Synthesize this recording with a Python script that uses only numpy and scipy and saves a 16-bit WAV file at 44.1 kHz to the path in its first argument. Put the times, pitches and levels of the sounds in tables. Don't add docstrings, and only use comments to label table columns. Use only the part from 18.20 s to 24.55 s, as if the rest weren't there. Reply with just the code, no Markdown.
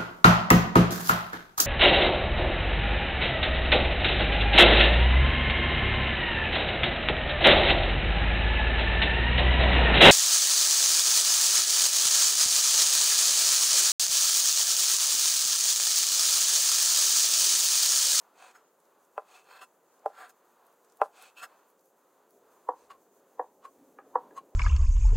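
import sys
import numpy as np
from scipy import signal
from scipy.fft import rfft, irfft
from scipy.io import wavfile
from scipy.ndimage import uniform_filter1d

SR = 44100
rng = np.random.default_rng(int(sys.argv[2]) if len(sys.argv) > 2 else 0)


def attenuation_scalar(level_db):
    decades = np.asarray(level_db, float) / 20
    return 10 ** decades


def to_wav(s):
    ch = np.atleast_2d(s).T
    pcm = np.round(np.clip(ch, -1, 1) * 32767)
    wavfile.write(sys.argv[1], SR, pcm.astype(np.int16))


N = 280035
T = np.arange(N) / SR
MOVE_S = 4.12


def unit(x):
    return x / np.sqrt(np.mean(x ** 2))


def white():
    return rng.standard_normal(N)


def colour(x, points):
    hz, db = np.transpose(points)
    log_hz = np.log(np.fft.rfftfreq(N, 1 / SR) + 1)
    gain = attenuation_scalar(np.interp(log_hz, np.log(hz), db))
    return irfft(rfft(x) * gain, N)


def band(x, lo_hz, hi_hz):
    sos = signal.butter(3, [lo_hz, hi_hz], "bandpass", fs=SR, output="sos")
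    return signal.sosfilt(sos, x)


def resonate(x, hz, width_hz):
    return signal.lfilter(*signal.iirpeak(hz, hz / width_hz, fs=SR), x)


def walk(rate_hz):
    hold = int(SR / rate_hz)
    steps = np.repeat(rng.standard_normal(N // hold + 1), hold)
    return unit(uniform_filter1d(uniform_filter1d(steps, hold), hold)[:N])


def late(x, t, ms):
    return np.interp(t - ms / 1000, t, x, left=0)


def add(out, sound, s):
    i = int(s * SR)
    out[i:i + len(sound)] += sound[:N - i]


# pitch_hz, level_db (per Hz)
TRAFFIC_COLOUR = [(24, -88), (40, -56), (97, -32), (134, -22), (171, -14), (227, -11.5), (400, -2),
                  (553, -1), (599, -4), (973, -4), (1080, -6), (1370, -10.5), (2140, -24.5), (5000, -31),
                  (6500, -51), (11000, -120)]
# pitch_hz, level_db (per Hz)
HISS_COLOUR = [(1470, -34.5), (2500, -4.5), (2880, -13.5), (3600, -6), (4080, -9.5), (4410, -5), (5110, -6),
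               (6550, 7), (8600, 0.5), (14800, 4), (16000, 2)]
# low_traffic_db, upper_traffic_db, hiss_db
YARD_CLOSE = (-68.5, -68.5, -74)
YARD_SIDE = (-65.5, -70, -73.5)
# time_s, level_db
ENGINE = [
    (4.13, -92),
    (4.6, -88),
    (5.5, -79),
    (5.6, -66.5),
    (5.749, -73),
    (6.099, -66),
    (6.35, -79),
]


def garden():
    close = T < MOVE_S
    low_db, upper_db, hiss_db = (np.where(close, a, b) for a, b in zip(YARD_CLOSE, YARD_SIDE))
    low_db = low_db + 6.5 * np.exp(-((T - 6.08) / 0.31) ** 2)
    engine_db = np.interp(T, *np.transpose(ENGINE))

    far, far_side = (colour(white(), TRAFFIC_COLOUR) for _ in range(2))
    low = attenuation_scalar(low_db + 0.53 * walk(6)) / np.std(band(far, 141, 754))
    upper = attenuation_scalar(upper_db + 2.08 * walk(8.3)) / np.std(band(far, 800, 1400))
    traffic, traffic_side = [low * band(v, 30, 880) + upper * band(v, 680, 5900) for v in (far, far_side)]

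    drone = attenuation_scalar(low_db - 8.0 + 2.0 * walk(3.0)) * unit(resonate(white(), 415, 66)) * (T >= MOVE_S)
    engine = attenuation_scalar(engine_db + 2.0 * walk(4.5)) * unit(resonate(white(), 274, 33))
    gust_db = np.where(close, -108, -99)
    gusts = [attenuation_scalar(gust_db + 4.0 * walk(8)) * unit(band(white(), 30, 200)) for _ in range(2)]
    hiss = [attenuation_scalar(hiss_db + 1.4 * walk(25)) * unit(colour(white(), HISS_COLOUR)) for _ in range(2)]

    mid = traffic + drone + engine + gusts[0] + attenuation_scalar(-1.77) * hiss[0]
    side = attenuation_scalar(np.where(close, -20, -35)) * traffic_side + attenuation_scalar(-4) * (hiss[1] + gusts[1])
    return mid, side


# time_s, peak_db, pitch_hz
TICKS = [(0.0114, -51.5, 11200), (0.0334, -60, 6560), (0.3127, -49, 6600), (0.6015, -52.5, 8000),
         (0.6275, -64, 6590), (0.653, -59, 6680), (0.8494, -53.5, 7350), (1.0311, -61, 14800),
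         (1.2431, -52, 6580), (1.6462, -63, 10600), (1.7928, -57, 6980), (2.0936, -42, 10600),
         (2.1251, -59, 12800), (2.2503, -56, 14200), (2.4498, -59, 13700), (2.4668, -49, 12400),
         (2.5257, -56, 13900), (2.6466, -51.5, 7130), (2.698, -53, 6300), (2.7222, -48, 6700),
         (2.7711, -45.5, 13450), (3.024, -36.5, 10600), (3.4665, -62, 13100), (3.484, -53.5, 12400),
         (3.5014, -50, 13500), (3.5932, -54.5, 7360), (3.6094, -53, 14700), (3.6564, -51, 13230),
         (3.6794, -69, 7110), (4.1071, -47.5, 15300)]


def ticks():
    out = np.zeros(N)
    t = T[:1800] - .015
    snap_shape = (t >= 0) * np.exp(-np.abs(t) / 0.0017)
    fizz_shape = attenuation_scalar(-17.5) * np.exp(-(t / 0.028) ** 2)
    for s, db, hz in TICKS:
        noise = rng.standard_normal(len(t)) * (snap_shape + fizz_shape)
        tick = resonate(noise, hz, .5 * hz)
        add(out, attenuation_scalar(db - 5.5) * tick / np.abs(tick).max(), max(s - .015, 0))
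    return out


def stroke_power(strokes, shape):
    rise, end_db, roundness, steel_db = shape
    power = np.zeros((4, N))
    for s, length_s, db, bite_db, hiss_db in strokes:
        away = np.where(T < s, (s - T) / rise, (T - s) / (1 - rise)) / length_s
        force = attenuation_scalar(db - end_db * np.minimum(away, 3) ** roundness)
        range_db = np.array([[0], [bite_db], [hiss_db], [hiss_db - 6.5]])
        power = power + (force * attenuation_scalar(range_db)) ** 2
    steel_share = attenuation_scalar(steel_db) ** 2
    return np.array([power, power * steel_share]) / (1 + steel_share)


# pitch_hz, level_db (per Hz)
RASP_COLOUR = [(240, -66), (400, -16.5), (606, -8), (644, -21.5), (740, 0.5), (824, -9.5), (1050, -5.5),
               (1170, -8), (1860, -18), (2610, 1), (4270, -14.5), (5060, -24.5), (7790, -23), (14900, -55),
               (15800, -42)]
# pitch_hz, width_hz, level_db
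BLADE_CLOSE = [(751, 52, -4), (1020, 29, -5.5), (1188, 40, -1.5), (1366, 92, 3), (1550, 90, -4.5),
               (1980, 39, -34), (2627, 79, 8.5), (3120, 70, -6.5), (4100, 130, -3.5), (5227, 42, 6),
               (6620, 140, 4.5), (7700, 55, 2), (9060, 60, 2), (10600, 240, -1.5), (12020, 57, 6),
               (13400, 220, -18), (14340, 230, -12)]
BLADE_SIDE = [(783, 14, -3), (1087, 41, 5), (1523, 39, -20.5), (2316, 22, 12.5), (2800, 110, 12.5),
              (4000, 76, 2.5), (4650, 63, 5), (5150, 90, 10), (6410, 110, 24), (7350, 45, 16),
              (9200, 60, -64), (10740, 66, -68)]
SLIDES = [
    (0.254, .22, -54.5, -4.5, -8.5),
    (1.156, 0.21, -58.5, -1.5, -5.5),
    (3.03, .22, -57.5, -1, -4),
    (3.315, 0.21, -69.5, -5.5, -17),
    (4.625, 0.18, -69.5, -6.5, -3.5),
]
SWEEPS = [
    (1.348, 0.19, -51.5, -6.5, -16.5),
    (2.021, 0.18, -50.5, -12, -14),
]
SCRAPES = [
    (1.424, 0.039, -48.5, -9, -10),
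    (3.192, 0.067, -55.5, 1, -7),
    (3.234, 0.04, -48, -7, -6.5),
]
FLICKS = [
    (0.353, 0.083, -54, -25, -8.5),
    (2.098, 0.035, -56.5, -6, 0),
    (4.706, .055, -43.5, -14.5, -21.5),
]
NUDGES = [
    (5.453, 0.07, -48, -17.5, -24),
    (6.176, 0.057, -43.5, -12, -15.5),
]
# rise (share of length), end_loss_db, roundness (exponent), steel_over_rasp_db
SLIDE_SHAPE = (.55, 25.5, 2.5, -9.5)
SWEEP_SHAPE = (0.54, 17.5, 1.74, 2)
SCRAPE_SHAPE = (0.43, 11, 2.4, 12.5)
FLICK_SHAPE = (0.27, 24, 0.76, 6)
NUDGE_SHAPE = (0.49, 22, 1.2, 11.6)


def drags():
    grain_size = attenuation_scalar(1.94 * rng.exponential(size=N))
    grains = unit(white() * grain_size * attenuation_scalar(1.2 * walk(150)))
    wet = colour(grains, RASP_COLOUR)
    kinds = [(SLIDES, SLIDE_SHAPE), (SWEEPS, SWEEP_SHAPE), (SCRAPES, SCRAPE_SHAPE),
             (FLICKS, FLICK_SHAPE), (NUDGES, NUDGE_SHAPE)]
    rasp, steel = np.sqrt(sum(stroke_power(*kind) for kind in kinds))
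    out = np.zeros(N)
    edges_hz = (400, 1900, 5000, 10000, 15800)
    for lo, hi, rasp_level, steel_level in zip(edges_hz[:-1], edges_hz[1:], rasp, steel):
        out += rasp_level * unit(band(wet, lo, hi))
        for blade, here in ((BLADE_CLOSE, T < MOVE_S), (BLADE_SIDE, T >= MOVE_S)):
            modes = [m for m in blade if lo < m[0] < hi]
            power = sum(width * attenuation_scalar(db) ** 2 for hz, width, db in modes) * np.pi / SR
            drive = grains * steel_level * here / np.sqrt(power)
            for hz, width, db in modes:
                out += resonate(drive * attenuation_scalar(db + 2.8 * walk(14)), hz, width)
    return out


# low_hz, high_hz
SPOT_RANGES = [(0, 700), (900, 1550), (1550, 2200), (2200, 9000)]


def blow(t, spot_db, modes, rise_ms, table_db, free, settle_ms):
    hz, db, t60_s = np.transpose(modes)[:, :, None]
    for favour_db, (lo, hi) in zip(spot_db, SPOT_RANGES):
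        db = db + favour_db * ((hz > lo) & (hz < hi))
    sign = (-1) ** np.arange(len(modes))[:, None]
    swell = (1 - np.exp(-t * hz / (rise_ms * .8))) ** 2
    decay = np.exp(-np.log(1000) * t / (free * t60_s))
    ring = np.sum(sign * attenuation_scalar(db) * swell * np.sin(2 * np.pi * hz * t) * decay, axis=0)
    ring = ring / np.sqrt(1 + (1000 * t / settle_ms) ** 4)
    ring = ring + attenuation_scalar(table_db) * late(ring, t, 2.1)
    knock = band(band(ring, 300, 9000), 200, 12000)
    return knock / np.abs(knock).max()


# low_db, middle_db, high_db
CHOPS = [
    (0.9773, -18.5, 4.5, 7.5, 12),
    (1.8586, -15, 1.5, -4, 0),
    (2.815, -7, .5, 3.5, 8),
    (4.4868, -13.5, 2.5, -1, -3),
    (5.1934, -17, 1, -8, 0),
    (5.7865, -35, 0, 0, 0),
    (5.954, -10, 4, 3, 1),
    (6.108, -53, -15, -12, 5),
]
# pitch_hz, level_db, t60_s
BOARD_CLOSE = [(316, -27, .09), (440, -8, .08), (598, -1.5, .058), (795, 5.5, .037), (1018, -7, .075),
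               (1200, -6.5, .03), (1350, -11, .055), (1500, -10.5, .015), (1655, -22, .026),
               (2000, -25.5, .02), (2305, -33, .03), (2600, -20, .022), (3250, -37, .025),
               (4600, -40, .015)]
BOARD_SIDE = [(300, -20, .09), (495, -4, .04), (752, 3, .05), (962, 5.5, .022), (1140, 1, .03),
              (1420, -28, .04), (1686, -18, .06), (1850, -30, .04), (2100, -33, .03)]
BOARD_RIM = [(415, 0, .04), (530, -5, .07), (757, -3, .06), (840, 3, .02), (1030, -8, .06),
             (1235, 3.5, .04), (1671, -4, .05), (1925, -14, .025), (2325, -11, .016), (2850, -22, .02)]
# delay_ms, level_db
ECHO_CLOSE = [(16.5, -17.5), (27, -41), (41, -27.5)]
ECHO_SIDE = [(16.5, -14), (29, -20), (45, -25)]
# swell_ms, table_reflection_db, free_ring_stretch (factor), settle_ms
SEAT_CLOSE = (.5, -40, 1.3, 13)
SEAT_SIDE = (.9, 5, 1.1, 24)


def chops():
    mid, side, t = np.zeros(N), np.zeros(N), T[:SR // 2]
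    for s, db, *spot_db in CHOPS:
        close = s < MOVE_S
        rim = db < -30
        spot_db = [*spot_db, close * (1.75 * spot_db[-1] - 13)]
        modes = BOARD_CLOSE if close else BOARD_RIM if rim else BOARD_SIDE
        knock = blow(t, spot_db, modes, *(SEAT_CLOSE if close or rim else SEAT_SIDE))
        noise = rng.standard_normal((4, len(t)))

        slap = close * attenuation_scalar(-16) * np.exp(-((t - .028) / 0.03) ** 2)
        steel = np.exp(-t / 0.0029) + slap
        crack = attenuation_scalar(-39 if close else -52) * band(noise[0], 2800, 12000) * steel
        thump = attenuation_scalar(-58) * np.exp(-t / .002) * np.sqrt(t / .002)
        echoes = sum(attenuation_scalar(echo_db) * band(late(knock, t, ms), 482, 1600)
                     for ms, echo_db in (ECHO_CLOSE if close else ECHO_SIDE))

        short = knock[:400] * np.hanning(800)[400:]
        wash = attenuation_scalar(-22 if close else -13) * np.exp(-t / .06)
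        fade = (1 - np.exp(-t / .006)) * (np.exp(-t / .016) + wash)
        tail, tail_side = [np.convolve(n * fade, short)[:len(t)] for n in noise[1:3]]
        tail_db = -38 if close else -30 if rim else -35

        sinking = np.convolve(noise[3, :1300] * np.exp((t[:1300] - .03) / .008), short)
        add(mid, attenuation_scalar(db - 40.5) * sinking, s - .031)
        add(mid, attenuation_scalar(db) * (knock + crack + thump + echoes + attenuation_scalar(tail_db) * tail), s)
        knock_side = attenuation_scalar(-24 if close else -32) * late(knock, t, .4)
        add(side, attenuation_scalar(db) * (knock_side + thump + attenuation_scalar(-79.0) * tail_side), s)
    return mid, side


def scene():
    air, air_side = garden()
    snap, rub = ticks(), drags()
    knock, knock_side = chops()
    mid = knock + rub + snap + air
    rub_side = attenuation_scalar(-20) * late(rub, T, .2) + attenuation_scalar(-11) * late(band(rub + snap, 4000, 16000), T, 3.0)
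    side = knock_side + rub_side + air_side
    octaves_hz = 31 * 2 ** np.arange(9)
    side = sum(attenuation_scalar(4.0 * walk(14) - 2) * band(side, hz, 2 * hz) for hz in octaves_hz)
    return np.array([mid + side, mid - side])


def low_pass(x):
    return signal.sosfilt(signal.butter(12, 16370, fs=SR, output="sos"), x)


def record(dry):
    top_cut = signal.ellip(10, .2, 70, 16150, fs=SR, output="sos")
    mix = signal.sosfilt(top_cut, dry)
    return low_pass(mix)


dry = scene()
out = record(dry)
to_wav(out)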